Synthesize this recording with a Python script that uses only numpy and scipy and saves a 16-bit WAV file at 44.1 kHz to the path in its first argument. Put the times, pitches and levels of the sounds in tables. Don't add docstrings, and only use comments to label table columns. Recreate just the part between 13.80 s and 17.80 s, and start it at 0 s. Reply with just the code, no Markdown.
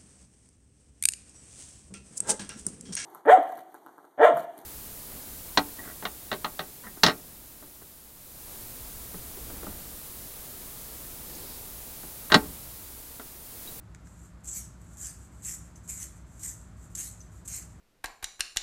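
import sys
import numpy as np
from scipy import signal
from scipy.fft import rfft, irfft, next_fast_len
from scipy.io import wavfile
from scipy.ndimage import map_coordinates

SR = 44100
rng = np.random.default_rng(int(sys.argv[2]) if len(sys.argv) > 2 else 0)


def file_out(sig):
    cols = np.atleast_2d(sig).T
    lim = np.clip(cols, -1, 1)
    pcm = np.round(lim * 32767).astype(np.int16)
    wavfile.write(sys.argv[1], SR, pcm)


N = 176400
TWIST_ATTACK_S, RUB_ATTACK_S = 0.011, 0.0027

# pitch_hz, gain_db
BLADE_TONE = [(500, -38), (1800, -34), (3300, -33), (5000, -34), (5900, -19), (6600, -10), (7150, -4),
              (7600, -1), (8300, -8.5), (8900, -26), (12000, -26), (14500, -31.5)]
# start_s, length_s, level_db, level_change_db
CHATTERS = [(0.668, .063, -40, 3), (.748, 0.025, -41, -2), (1.195, 0.075, -42, -3),
            (1.646, 0.098, -40, -1.5), (2.082, 0.016, -39, 0), (2.118, 0.11, -47.5, 4),
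            (2.623, 0.07, -41, 1), (3.187, 0.079, -38.5, -8.5), (3.703, 0.085, -44.5, 3.5)]
def blade_chatter():
    force = 0
    for start_s, length_s, level_db, change_db in CHATTERS:
        progress = np.clip((clock() - start_s) / length_s, 0, 1)
        fade = envelope(start_s, length_s, TWIST_ATTACK_S, fall_db_per_s=485)
        force += gain(level_db + change_db * progress) * fade
    slips = cracks(per_second=3000, spread_db=2.0, hiss=0.43)
    clumps = gain(3.2 * wobble(260))
    return colour(force * normalise(slips * clumps), BLADE_TONE)


# pitch_hz, gain_db
WOOD_TONE = [(400, -28.5), (1200, -21), (1650, -18), (2250, -11), (2700, -14), (3600, -13.5), (4300, -12),
             (5200, -10), (6100, 1.5), (7800, 4.5), (8900, 1.5), (10500, -6.5), (12300, -2.5),
             (13200, -15.5), (14300, -14)]
# start_s, length_s, peak_db, deepest_share, rise_db, shaft_pitch_hz, shaft_gain_db
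CUTS = [(0.728, 0.053, -37, 0.78, 13, 1700, -30), (1.189, 0.096, -41, 0.71, 12.5, 1760, -17.5),
        (1.646, 0.088, -39.5, 0.54, 5, 1960, -18.5), (2.078, 0.029, -40, 0.87, 5, 2330, -21.5),
        (2.131, 0.11, -43, 0.8, 12.5, 2000, -19), (2.622, 0.084, -42, 0.22, 4, 1970, -18.5),
        (3.164, 0.11, -38.5, 0.32, 3.5, 2080, -25), (3.676, 0.1, -39.5, 0.73, 7, 2170, -18.5)]
def shaving():
    fibres = cracks(per_second=2000, spread_db=3.5, hiss=0.53)
    tearing = shaft = 0
    for start_s, length_s, peak_db, deepest, rise_db, shaft_hz, shaft_db in CUTS:
        progress = (clock() - start_s) / length_s
        arch_db = np.interp(progress, [0, deepest, 1], [-rise_db, 0, -6 * (1 - deepest)])
        fade = envelope(start_s, length_s, TWIST_ATTACK_S, fall_db_per_s=265)
        cut = fibres * gain(peak_db + arch_db) * fade
        tearing += cut
        shaft += gain(shaft_db) * ring(cut, shaft_hz, sharpness=6)
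    return curling(colour(tearing, WOOD_TONE)) + shaft


def curling(sound, depth_db=4, width_hz=443.6, life_s=0.045, size=512):
    spectrum = signal.stft(sound, nperseg=size)[2]
    times_s = np.arange(spectrum.shape[1]) * size / 2 / SR
    hz, t = np.meshgrid(np.fft.rfftfreq(size, 1 / SR), times_s, indexing="ij")
    noise = rng.standard_normal(spectrum.shape)
    patches = map_coordinates(noise, [hz / width_hz, t / life_s], mode="mirror")
    return signal.istft(spectrum * normalise(gain(depth_db * patches)), nperseg=size)[1][:N]


# start_s, length_s, strength_db
RUBS = [(0.243, 0.034, -63.5), (0.379, 0.082, -58), (0.635, 0.033, -46.5), (1.002, 0.14, -60.5),
        (1.132, 0.045, -60), (1.171, 0.018, -45.5), (1.343, 0.11, -58), (1.516, 0.14, -58.5),
        (1.62, .022, -43), (1.816, .06, -61.5), (1.952, 0.018, -56), (2.033, 0.055, -54),
        (2.342, 0.031, -59), (2.463, 0.125, -60.5), (2.592, 0.029, -43), (2.767, 0.057, -60.5),
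        (2.966, .085, -57.5), (3.099, 0.02, -57.5), (3.32, 0.11, -60), (3.505, 0.078, -58),
        (3.647, 0.01, -45.5), (3.89, 0.03, -65)]
# start_s, strength_db
SNAPS = [(.606, -58), (.645, -37.5), (.657, -34), (.676, -34), (.762, -33), (.773, -31), (.777, -33),
         (1.016, -48), (1.133, -51), (1.171, -37), (1.269, -25), (1.628, -42), (1.649, -29), (1.748, -32),
         (1.958, -46), (2.077, -39), (2.1, -29), (2.229, -28), (2.597, -38), (2.683, -34), (3.151, -26.5),
         (3.154, -22.5), (3.163, -33), (3.177, -44), (3.208, -30), (3.653, -49), (3.677, -27.5),
         (3.681, -26), (3.686, -31), (3.826, -50)]
def rubs_and_snaps():
    force = gain(-71.5 + 2.9 * wobble(9.8))
    for start_s, length_s, strength_db in RUBS:
        swell_db = -9 * np.clip(1 - (clock() - start_s) / length_s, 0, 1)
        fade = envelope(start_s, length_s, RUB_ATTACK_S, fall_db_per_s=374)
        force += gain(strength_db + swell_db) * fade
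    sound = 0
    for tone, gain_db in [(BLADE_TONE, -6.5), (WOOD_TONE, -7.5)]:
        rubbing = force * cracks(per_second=1100, spread_db=3.5, hiss=0.66)
        snapping = bursts(SNAPS, fade_s=0.013)
        sound += gain(gain_db) * colour(rubbing + snapping, tone)
    return sound


# pitch_hz, gain_db
CASE_TONE = [(300, -27), (1000, -11), (1600, 5), (3000, -7), (4500, -8), (6500, 1), (8000, 0), (10000, -14),
             (14000, -25)]
# start_s, level_db
KNOCKS = [(.148, -42), (.271, -50), (1.314, -48), (3.738, -47), (3.826, -44.5)]
def case_knocks():
    return colour(bursts(KNOCKS, fade_s=0.011), CASE_TONE)


# start_s, length_s, pitch_hz, level_db
SQUEAKS = [(1.955, 0.0053, 6150, -56), (3.402, 0.013, 6170, -54)]
def squeaks():
    sound = 0
    for start_s, length_s, pitch_hz, level_db in SQUEAKS:
        slip = rng.standard_normal(N) * envelope(start_s, length_s, RUB_ATTACK_S, fall_db_per_s=1500)
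        sound += gain(level_db) * ring(slip, pitch_hz, sharpness=24)
    return sound


# pitch_hz, fade_s
ECHO_FADES = [(300, 0.41), (3000, 0.66), (8000, 0.44), (14000, 0.26)]
def room_echo(sound, bounces=8, bounce_db=-6.5, tail_db=-10, build_s=0.012):
    hz, t, noise = signal.stft(rng.standard_normal(SR // 2), SR, nperseg=256)
    fade = gain(-60 * t / value_at(ECHO_FADES, hz)[:, None])
    tail = signal.istft(noise * fade * np.clip(t / build_s, 0, 1), SR, nperseg=256)[1]
    echo = gain(tail_db) * tail / np.linalg.norm(tail)
    delays_s = rng.uniform(0.001, 0.012, bounces)
    signs = rng.choice([-1, 1], bounces)
    echo[(delays_s * SR).astype(int)] += gain(bounce_db) * signs / np.sqrt(bounces)
    return signal.fftconvolve(sound, echo)


def changing_echo(sound, size=8192):
    echoes = np.zeros(N + SR)
    for start in range(0, N - size, size // 2):
        echo = room_echo(sound[start:start + size] * np.hanning(size))
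        echoes[start:start + len(echo)] += echo
    return echoes[:N]


# pitch_hz, level_db
HUM_TONES = [(58.66, -55), (65.6, -55), (49.7, -60.5), (97, -59.5), (102.2, -63), (117, -63),
             (167.3, -64.5), (175.7, -63), (626, -76.5)]
def appliance_hum():
    hum = 0
    for pitch_hz, level_db in HUM_TONES:
        phase = 2 * np.pi * (pitch_hz * clock() + rng.random())
        waver = 0.25 * np.sqrt(pitch_hz / HUM_TONES[0][0]) * wobble(4.12)
        hum += gain(level_db) * np.sqrt(2) * np.sin(phase + waver)
    return hum


# pitch_hz, gain_db
AIR_TONE = [(20, -27), (38, -9), (48, -4.5), (100, 0), (180, -4), (240, -9), (340, -12.5), (450, -20.5),
            (800, -20.5), (1400, -20.5), (2200, -29.5), (2800, -34.5), (5000, -37), (12000, -45),
            (14000, -59)]
def room_air(level_db=-53.5):
    return gain(level_db) * normalise(colour(rng.standard_normal(N), AIR_TONE))


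def cracks(per_second, spread_db, hiss):
    happens = rng.random(N) < per_second / SR
    sizes = gain(spread_db * np.clip(rng.standard_normal(N), -2, 2))
    clicks = happens * sizes * np.sign(rng.standard_normal(N))
    return normalise(normalise(clicks) + hiss * rng.standard_normal(N))


def bursts(rows, fade_s):
    t = clock()
    power = sum((t >= start_s) * gain(level_db - 60 * np.abs(t - start_s) / fade_s) ** 2
                for start_s, level_db in rows)
    return rng.standard_normal(N) * np.sqrt(power)


def envelope(start_s, length_s, attack_s, fall_db_per_s):
    t = clock() - start_s
    return np.clip(t / attack_s, 0, 1) * gain(-fall_db_per_s * np.clip(t - length_s, 0, 1))


def colour(sound, tone, size=16384):
    cepstrum = irfft(np.log(gain(value_at(tone, np.fft.rfftfreq(size, 1 / SR)))))
    cepstrum[1:size // 2] *= 2
    cepstrum[size // 2 + 1:] = 0
    ringing = irfft(np.exp(rfft(cepstrum)))
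    return signal.fftconvolve(sound, ringing / np.linalg.norm(ringing))[:N]


def ring(sound, pitch_hz, sharpness):
    ringing = signal.lfilter(*signal.iirpeak(pitch_hz, sharpness, SR), sound)
    return ringing * np.sqrt(SR * sharpness / (np.pi * pitch_hz))


def wobble(per_second):
    values = rng.standard_normal(int(N * per_second / SR) + 4)
    return map_coordinates(values, [clock() * per_second])


def value_at(table, hz):
    pitches_hz, values = np.transpose(table)
    return np.interp(np.log(hz + 1), np.log(pitches_hz + 1), values)


def gain(db):
    return 10 ** (np.maximum(db, -300) / 20)


def normalise(sound):
    return sound / np.sqrt(np.mean(sound ** 2) + 1e-20)


def clock():
    return np.arange(N) / SR


def scene():
    sharpener = blade_chatter() + shaving() + rubs_and_snaps() + squeaks() + case_knocks()
    return (sharpener + changing_echo(sharpener) + appliance_hum() + room_air())[None]


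def record(dry):
    top_hz = 14300
    size = next_fast_len(N + SR // 2)
    below_top = np.fft.rfftfreq(size, 1 / SR) < top_hz
    return irfft(rfft(dry, size) * below_top, size)[..., :N]


dry = scene()
out = record(dry)
file_out(out)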